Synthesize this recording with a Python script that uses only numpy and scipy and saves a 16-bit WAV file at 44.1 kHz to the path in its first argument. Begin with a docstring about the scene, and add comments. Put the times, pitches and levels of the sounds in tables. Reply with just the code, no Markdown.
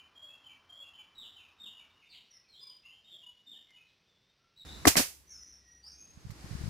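"""Air nailer in a wood of songbirds

Glides of whistled pitch are smeared by echoes off the trunks, over still air and a drone, in one distant microphone.
A close stereo pair then opens on an air nailer held to bark: clicks ring the body modes for valve ticks and piston
blows, and shaped noise makes the exhaust blast. The piston returns with a second blast.
At the end hiss and rumble rise, and wind gusts thump on the two microphones as short low-frequency pulses."""
import sys
import numpy as np
from scipy import signal
from scipy.fft import rfft, irfft, next_fast_len
from scipy.io import wavfile

SR = 44100
rng = np.random.default_rng(int(sys.argv[2]) if len(sys.argv) > 2 else 0)


def volts_from_decibels(level):
    """Turn decibel levels (scalar or array-like) into linear amplitude factors."""
    exponent = np.asarray(level, float) / 20
    return 10 ** exponent


def wav_record(signal):
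    """Record a signal, one row per channel, as 16-bit PCM in the file named by sys.argv[1]."""
    frames = np.transpose(np.atleast_2d(signal))
    bounded = np.clip(frames, -1, 1)
    # unit amplitude maps onto the largest positive 16-bit level
    quanta = np.round(bounded * 32767).astype(np.int16)
    wavfile.write(sys.argv[1], SR, quanta)


N = 295029

# Coherence of the air noise at the two close microphones: pitch_hz, likeness (0 to 1)
STEREO_LIKENESS = [(60, 0.43), (200, 1), (550, 0.54), (1600, .05), (15000, .01)]
# Piston blows, three touches each: start_s, level_db, touch_gap_s
PISTON_BLOWS = [(4.8686, -7.5, 0.0028), (4.966, -22, 0.0063), (4.9948, -23.5, .004)]


def at_hz(points, hz):
    """Spectral interpolation: levels are read on a log-frequency axis."""
    point_hz, values = np.array(points).T
    return np.interp(np.log(hz), np.log(point_hz), values)


def in_time(rows):
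    """Linear interpolation: each column of a curve becomes one value a sample."""
    s, *columns = np.transpose(rows)
    return [np.interp(np.arange(N) / SR, s, column) for column in columns]


def coloured(spectrum, alike=None, balance=((10, 0), (20000, 0))):
    """Spectral shaping of noise to rms 1; mixing two sources sets the coherence of a stereo pair."""
    size = next_fast_len(N)
    hz = np.maximum(np.arange(size // 2 + 1) * SR / size, 1)
    bins, other = rfft(rng.standard_normal((2, size))) * volts_from_decibels(at_hz(spectrum, hz))
    if alike is not None:
        likeness = np.clip(at_hz(alike, hz), 0, 1)
        sign = np.array([[1], [-1]])   # left, right
        bins = np.sqrt(1 + likeness) * bins + np.sqrt(1 - likeness) * other * sign
        bins = bins * volts_from_decibels(sign * at_hz(balance, hz) / 2)
    out = irfft(bins, size)[..., :N]
    return out / out.std()


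def ring(clicks, hz, t60):
    """Damped resonance: a unit click sets a sine of initial height 1 ringing."""
    radius = volts_from_decibels(-60 / (t60 * SR))
    angle = 2 * np.pi * hz / SR
    feedback = [1, -2 * radius * np.cos(angle), radius * radius]
    return signal.lfilter([0, np.sin(angle)], feedback, clicks + 1e-18)


def still_air():
    """Stationary broadband noise of the wood under a far traffic-like drone that sinks in level."""
    # Still air in the wood: pitch_hz, relative_level_db
    wood_spectrum = [(18, -44), (30, -10), (154, -5.5), (318, -13.5), (417, -11.5), (1160, -20.5),
                     (1360, -18.5), (2140, -15), (3600, -15), (6800, -17), (8840, -49.5), (15000, -120)]
    # Far drone: pitch_hz, relative_level_db
    drone_spectrum = [(24, -46.5), (40, -27.5), (86, 4), (166, -28.5), (256, -5.5), (457, -13.5),
                      (549, -12), (1100, -2.5), (2100, -12), (2730, -40.5), (4620, -120)]
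    # Drone level ahead of the treble cut: time_s, rms_db
    drone_level = [(0, -70), (2.01, -72.5), (2.03, -82), (6.69, -96)]
    wood = volts_from_decibels(-74) * coloured(wood_spectrum)
    drone = volts_from_decibels(in_time(drone_level)[0]) * coloured(drone_spectrum)
    top_hz = 7160   # the distant microphone hears next to no hiss above this
    return signal.sosfilt(signal.cheby2(8, 40, top_hz, fs=SR, output="sos"), wood + drone)


def close_air():
    """Partly coherent noise: hiss and rumble share one level over a steady hum, silent until the pair opens."""
    # Hiss and rumble at the pair, which opens at the first point;
    # the level drops after the shot, then rises: time_s, hiss_rms_db
    air_level = [(4.65, -53), (4.85, -52.5), (5.0, -69), (5.4, -72.5), (5.8, -77), (6.5, -52),
                 (6.69, -50.5)]
    # Hiss of the air: pitch_hz, relative_level_db
    hiss_spectrum = [(150, -12.5), (300, 1), (550, -7), (1800, -8.5), (3500, -14), (4700, -10),
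                     (9500, -18.5), (15000, -28), (16500, -51.5)]
    # Low rumble of the air: pitch_hz, relative_level_db
    rumble_spectrum = [(25, -29), (45, -11.5), (68, 2), (110, -11.5), (200, -14), (350, -32), (600, -58)]
    hum_hz, hum_rms_db, rumble_over_hiss_db = 66, -72, 2
    level = volts_from_decibels(in_time(air_level)[0])
    is_open = np.arange(N) > air_level[0][0] * SR
    hum = np.sqrt(2) * volts_from_decibels(hum_rms_db) * np.sin(2 * np.pi * hum_hz * np.arange(N) / SR)
    hiss = coloured(hiss_spectrum, STEREO_LIKENESS)
    rumble = volts_from_decibels(rumble_over_hiss_db) * coloured(rumble_spectrum, STEREO_LIKENESS)
    return is_open * (hum + level * (hiss + rumble))


def wind_thumps():
    """Eddy pressure on a port: a brief low oscillation in a Gaussian envelope, leaking to the other port."""
    # Gust thumps: envelope_centre_s, envelope_peak_db, port (0 left, 1 right)
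    thumps = [(6.176, -38, 1), (6.254, -31.5, 1), (6.270, -33, 0), (6.301, -29, 1), (6.321, -32.5, 1),
              (6.446, -32, 0), (6.514, -25.5, 1), (6.533, -28, 1), (6.554, -24, 0), (6.613, -27, 0),
              (6.641, -24, 0), (6.662, -25, 0), (6.681, -22.5, 0)]
    port_hz, pitch_spread, other_port_db = (124, 112), 0.11, -17.5   # spread in natural-log units
    out = np.zeros((2, N + SR))
    half = SR // 25
    t = np.arange(-half, half) / SR
    for s, db, port in thumps:
        port = round(port)
        hz = port_hz[port] * np.exp(pitch_spread * rng.standard_normal())
        push = np.cos(2 * np.pi * hz * t + 1.4) * np.exp(-(t * hz / 0.45) ** 2)
        gain = volts_from_decibels(db + other_port_db * (np.arange(2) != port))
        at = int(s * SR) - half
        out[:, at:at + len(t)] += gain[:, None] * push
    return out[:, :N]


def twig():
    """Impulsive excitation: a far snap is a band-passed click."""
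    # Far twig: start_s, click_db ahead of the band-pass
    snaps = [(3.707, -37)]
    clicks = np.zeros(N)
    for s, db in snaps:
        clicks[int(s * SR)] = volts_from_decibels(db)
    return signal.sosfilt(signal.butter(2, [900, 6500], "band", fs=SR, output="sos"), clicks)


def songs():
    """Piecewise-linear frequency modulation: each call is a start and corners of time, pitch and level."""
    # Plain whistles, and two faint low ghost tones (at 5.559 and 5.93 s) of higher whistles, all fading
    # as they go: start_s, length_s, first_hz, last_hz, first_level_db
    whistles = [(.146, 0.15, 3207, 3357, -52), (0.283, 0.065, 2630, 2730, -60),
                (0.689, .13, 3199, 3405, -50.5), (0.819, 0.026, 2786, 2770, -53),
                (1.15, 0.047, 3924, 3683, -48), (1.417, 0.019, 2437, 2580, -56),
                (1.945, 0.034, 2896, 2844, -64.5), (2.013, 0.019, 2940, 2040, -58),
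                (2.114, 0.026, 2950, 2030, -58.5), (2.045, 0.069, 3650, 3620, -67.5),
                (2.09, 0.059, 4794, 2970, -54.5), (2.12, 0.041, 3180, 2820, -56.5),
                (2.303, .04, 5880, 5160, -56.5), (2.326, 0.049, 2070, 1964, -72.5),
                (2.436, 0.049, 2590, 2220, -73), (2.483, 0.064, 4390, 3770, -58.5),
                (2.522, 0.05, 3135, 3405, -59.5), (2.562, 0.033, 3370, 3537, -53.5),
                (2.6, 0.086, 4910, 4980, -50.5), (2.636, 0.032, 2340, 2350, -70),
                (2.667, 0.049, 3436, 2860, -61.5), (2.832, 0.031, 2635, 2862, -51.5),
                (2.837, 0.02, 2090, 2100, -67), (2.889, 0.047, 2900, 3230, -57.5),
                (3.04, 0.091, 3687, 3744, -59.5), (3.049, 0.036, 3020, 3400, -58.5),
                (3.216, 0.0584, 2860, 2949, -51.5), (3.552, 0.018, 1780, 1890, -71),
                (3.671, 0.027, 2100, 2130, -62.5), (3.769, 0.038, 2500, 2493, -60),
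                (3.856, 0.038, 4200, 3070, -69.5), (4.05, 0.098, 3690, 3330, -74.5),
                (4.173, 0.13, 3510, 3760, -77), (4.383, .067, 1330, 1363, -76),
                (4.562, 0.058, 3922, 3760, -52.5), (4.572, .018, 4200, 3850, -56.5),
                (4.657, 0.013, 3684, 3550, -46.5), (4.675, 0.061, 3786, 4090, -51.5),
                (5.263, 0.064, 5850, 6860, -58), (5.288, 0.025, 6250, 5840, -51),
                (5.292, 0.068, 5660, 5150, -50), (5.398, 0.047, 5896, 5735, -52),
                (5.453, 0.097, 6230, 5230, -57.5), (5.559, .22, 1946, 1852, -71.5),
                (5.633, 0.13, 5824, 5800, -61.5), (5.828, 0.056, 4500, 5765, -49),
                (5.901, 0.19, 6290, 6470, -57.5), (5.93, 0.17, 2446, 2590, -78.5)]
    # Held notes that slide slowly down: start_s, hold_s, high_hz, low_hz, hold_level_db
    slides = [(1.194, 0.0059, 3706, 2720, -47), (1.346, 0.0088, 3120, 2443, -52.5),
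              (1.583, 0.039, 3703, 2720, -46.5), (3.105, 0.0084, 3590, 3130, -49),
              (3.46, 0.045, 3646, 2800, -50)]
    # Held notes that drop fast onto a short low note: start_s, hold_s, high_hz, low_hz, first_level_db
    tumbles = [(-.08, 0.043, 3042, 2388, -48.5), (0.436, 0.036, 3062, 2310, -48.5),
               (0.932, .036, 3040, 2350, -48), (1.725, 0.053, 2888, 2297, -51),
               (3.715, 0.03, 3020, 2454, -55)]
    whistle_fade_db = 1.5
    slide_s, slide_fade_db = 0.048, 7.5
    drop_s, landing_s = 0.0204, 0.03
    hold_fade_db, landing_db, landing_fade_db = 7.5, -10, 6.5
    calls = []
    for s, length, first, last, db in whistles:
        calls.append((s, [0, length], [first, last], [db, db - whistle_fade_db]))
    for s, hold, high, low, db in slides:
        calls.append((s, [0, hold, hold + slide_s], [high, high, low], [db, db, db - slide_fade_db]))
    for s, hold, high, low, db in tumbles:
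        corners = np.cumsum([0, hold, drop_s, landing_s])
        levels = db + np.array([0, -hold_fade_db, landing_db, landing_db - landing_fade_db])
        calls.append((s, corners, [high, high, low, low], levels))
    return calls


def trunk_echo_shape(t):
    """Multiple scattering: echo density builds up, dies exponentially and steps down for farther trunks."""
    rise_s, t60_s = 0.0026, 0.7
    near_trunks_s, far_db = 0.099, -4   # nearer trunks answer within this time
    shape = (1 - np.exp(-t / rise_s)) * volts_from_decibels(-60 * t / t60_s)
    shape *= volts_from_decibels(far_db / (1 + np.exp((near_trunks_s - t) / 0.012)))
    return shape / np.sqrt(np.sum(shape ** 2))


def birds():
    """Convolution with random echoes: each gliding sine meets its own set of trunks."""
    direct_db = -18   # direct sound against the whole swarm of echoes
    warble_spread_hz, warble_rate_hz = 35, 60.8   # unsteady pitch: rms and corner of its spectrum
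    out, lead = np.zeros(N + 2 * SR), SR // 10   # the lead holds a call already begun
    t = np.arange(SR * 3 // 4) / SR
    shape = trunk_echo_shape(t)
    keep = np.exp(-2 * np.pi * warble_rate_hz / SR)
    warble = signal.lfilter([1], [1, -2 * keep, keep ** 2], rng.standard_normal(N + SR))
    warble *= warble_spread_hz / warble.std()
    for s, corners, hz, db in songs():
        age = np.arange(int(corners[-1] * SR)) / SR
        u = age / corners[-1]
        at = int(s * SR) + lead
        pitch = np.interp(age, corners, hz) + warble[at:at + len(u)]
        phase = 2 * np.pi * np.cumsum(pitch) / SR
        edges = np.minimum(1, 25.0 * u * (1 - u))   # soft onset and end
        note = np.sqrt(2) * volts_from_decibels(np.interp(age, corners, db)) * edges * np.sin(phase)
        echoes = shape * rng.standard_normal(len(t))
        echoes[0] = volts_from_decibels(direct_db)
        heard = signal.fftconvolve(note, echoes)
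        heard *= np.sqrt(np.sum(note ** 2) / np.sum(heard ** 2))   # scattering keeps the energy
        out[at:at + len(heard)] += heard
    return out[lead:lead + N]


def distant_microphone():
    """Amplitude modulation: a gain fluttering at a fixed rate ghosts every tone above and below."""
    # Ghost tones: multiple of the flutter rate, sideband_db
    flutter_sidebands = [(1, -21.5), (2, -28.5), (3, -31), (4, -31.5)]
    flutter_hz = 3900
    turn = 2 * np.pi * flutter_hz * np.arange(N) / SR
    flutter = 1 + sum(2 * volts_from_decibels(db) * np.cos(round(k) * turn) for k, db in flutter_sidebands)
    return (birds() + twig() + still_air()) * flutter


def knocks():
    """Modal excitation: clicks ring every body mode, harder contacts poorer in bass, each side from its own spots."""
    # Hard ticks of valve and latch: start_s, level_db, contact_hardness_hz
    ticks = [(4.8505, -33.5, 2500), (4.8533, -12, 2940), (4.9556, -19.5, 3540), (6.305, -46, 9060)]
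    # Modes of tool body and trunk: pitch_hz, relative_level_db, t60_s
    body_modes = [(97, -4.5, 0.014), (296, 0.5, 0.027), (442, -12, 0.035), (757, -3, 0.017),
                  (1168, -12, 0.044), (1330, -8, 0.02), (1755, -1.5, 0.011), (2060, -2, 0.015),
                  (4200, -2, 0.0053)]
    blow_hard_hz, touch_harder, touch_loss_db = 557, 1.4, 0.34   # each touch is harder and fainter
    right_lag_s, scatter_cycles, pan_db, low_cut_hz = 0.00013, 0.46, 0.5, 58
    out, span = np.zeros((2, N)), SR // 8
    contacts = list(ticks)
    for s, db, gap in PISTON_BLOWS:
        for k in range(3):
            contacts.append((s + k * gap, db - k * touch_loss_db, blow_hard_hz * touch_harder ** k))
    for s, db, hard_hz in contacts:
        band = signal.butter(2, [hard_hz * 0.12, hard_hz], "band", fs=SR, output="sos")
        click = signal.sosfilt(band, signal.unit_impulse(span))
        for side in (0, 1):
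            for hz, mode_db, t60 in body_modes:
                delay = side * right_lag_s + scatter_cycles * rng.random() / hz
                at = int((s + delay) * SR)
                gain = volts_from_decibels(db + mode_db + pan_db * (1.5 - side) + rng.normal(0, 1.3))
                out[side, at:at + span] += gain * ring(click, hz, t60)
    return signal.sosfilt(signal.butter(2, low_cut_hz, "high", fs=SR, output="sos"), out)


def trunk_thuds():
    """Damped resonance: each piston blow shakes one low mode of the trunk, equal on both sides."""
    thud_hz, t60_s, thud_over_blow_db = 92, 0.1, -14.5
    blows = np.zeros(N)
    for s, db, _ in PISTON_BLOWS:
        blows[int(s * SR)] = volts_from_decibels(db + thud_over_blow_db)
    return ring(blows, thud_hz, t60_s)


def exhaust():
    """Turbulent jet noise: the power swells, holds and decays, the bass sooner than the treble."""
    # Short puffs of air, three around the strokes and a faint one with the late tick: start_s, rms_db
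    puffs = [(4.852, -30), (4.8674, -24.5), (4.961, -30.5), (6.304, -53.5)]
    # Exhaust bursts over slower tails, t60 in the band up to 6 kHz: start_s, rms_db, t60_s, tail_rms_db, tail_t60_s
    vents = [(4.872, -14, 0.044, -20.5, .2), (4.9669, -19, 0.23, -34.5, 0.43)]
    # Jet noise: pitch_hz, relative_level_db
    jet_spectrum = [(100, -3.5), (250, -8.5), (600, -0.5), (1200, -3), (2400, 1.5), (3500, -3.5),
                    (5000, 0.5), (9700, -3), (14900, -6.5), (16000, -34.5)]
    # Stereo balance of the jet: pitch_hz, left_over_right_db
    jet_balance = [(60, 9.5), (150, 3.5), (380, 8), (950, -2.5), (2380, -0.5), (5980, -7.5), (15000, 2.5)]
    puff_rise_s, puff_hold_s, puff_t60_s = 0.0027, 0.0036, 0.053   # t60 as for the vents
    vent_rise_s, vent_hold_s = 0.0011, 0.010
    decay_exponent = 0.16   # t60 grows as this power of the band's top pitch
    blasts = [(s, puff_rise_s, puff_hold_s, db, puff_t60_s) for s, db in puffs]
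    for s, db, t60, tail_db, tail_t60 in vents:
        blasts.append((s, vent_rise_s, vent_hold_s, db, t60))
        blasts.append((s, vent_rise_s, vent_hold_s, tail_db, tail_t60))
    out = np.zeros((2, N))
    first = int(puffs[0][0] * SR) - SR // 100
    jet = coloured(jet_spectrum, STEREO_LIKENESS, jet_balance)[:, first:]
    t = np.arange(first, N) / SR
    below = 0
    for top_hz in (700, 1500, 3000, 6000, 10000, 19000):
        upto = signal.sosfiltfilt(signal.butter(2, top_hz, fs=SR, output="sos"), jet)
        band = upto - below   # slices that add up without gaps
        longer = (top_hz / 6000) ** decay_exponent
        power = 0
        for s, rise, hold, db, t60 in blasts:
            dying_s = np.maximum(t - s - rise - hold, 0)
            level = np.clip((t - s) / rise, 0, 1) * volts_from_decibels(db - 60 * dying_s / (t60 * longer))
            power = power + level ** 2
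        out[:, first:] += band * np.sqrt(power)
        below = upto
    return out


def scene():
    """Superposition: the distant microphone in the middle, the close pair around it."""
    nailer = knocks() + trunk_thuds() + exhaust()
    return distant_microphone() + close_air() + wind_thumps() + nailer


def band_limit(x):
    """A steep low-pass at the top of the band."""
    return signal.sosfilt(signal.butter(12, 16640, fs=SR, output="sos"), x)


def record(dry):
    """Soft saturation: a hyperbolic tangent rounds the peaks."""
    mix = 0.68 * np.tanh(dry / 0.69)
    return band_limit(mix)


dry = scene()
out = record(dry)
wav_record(out)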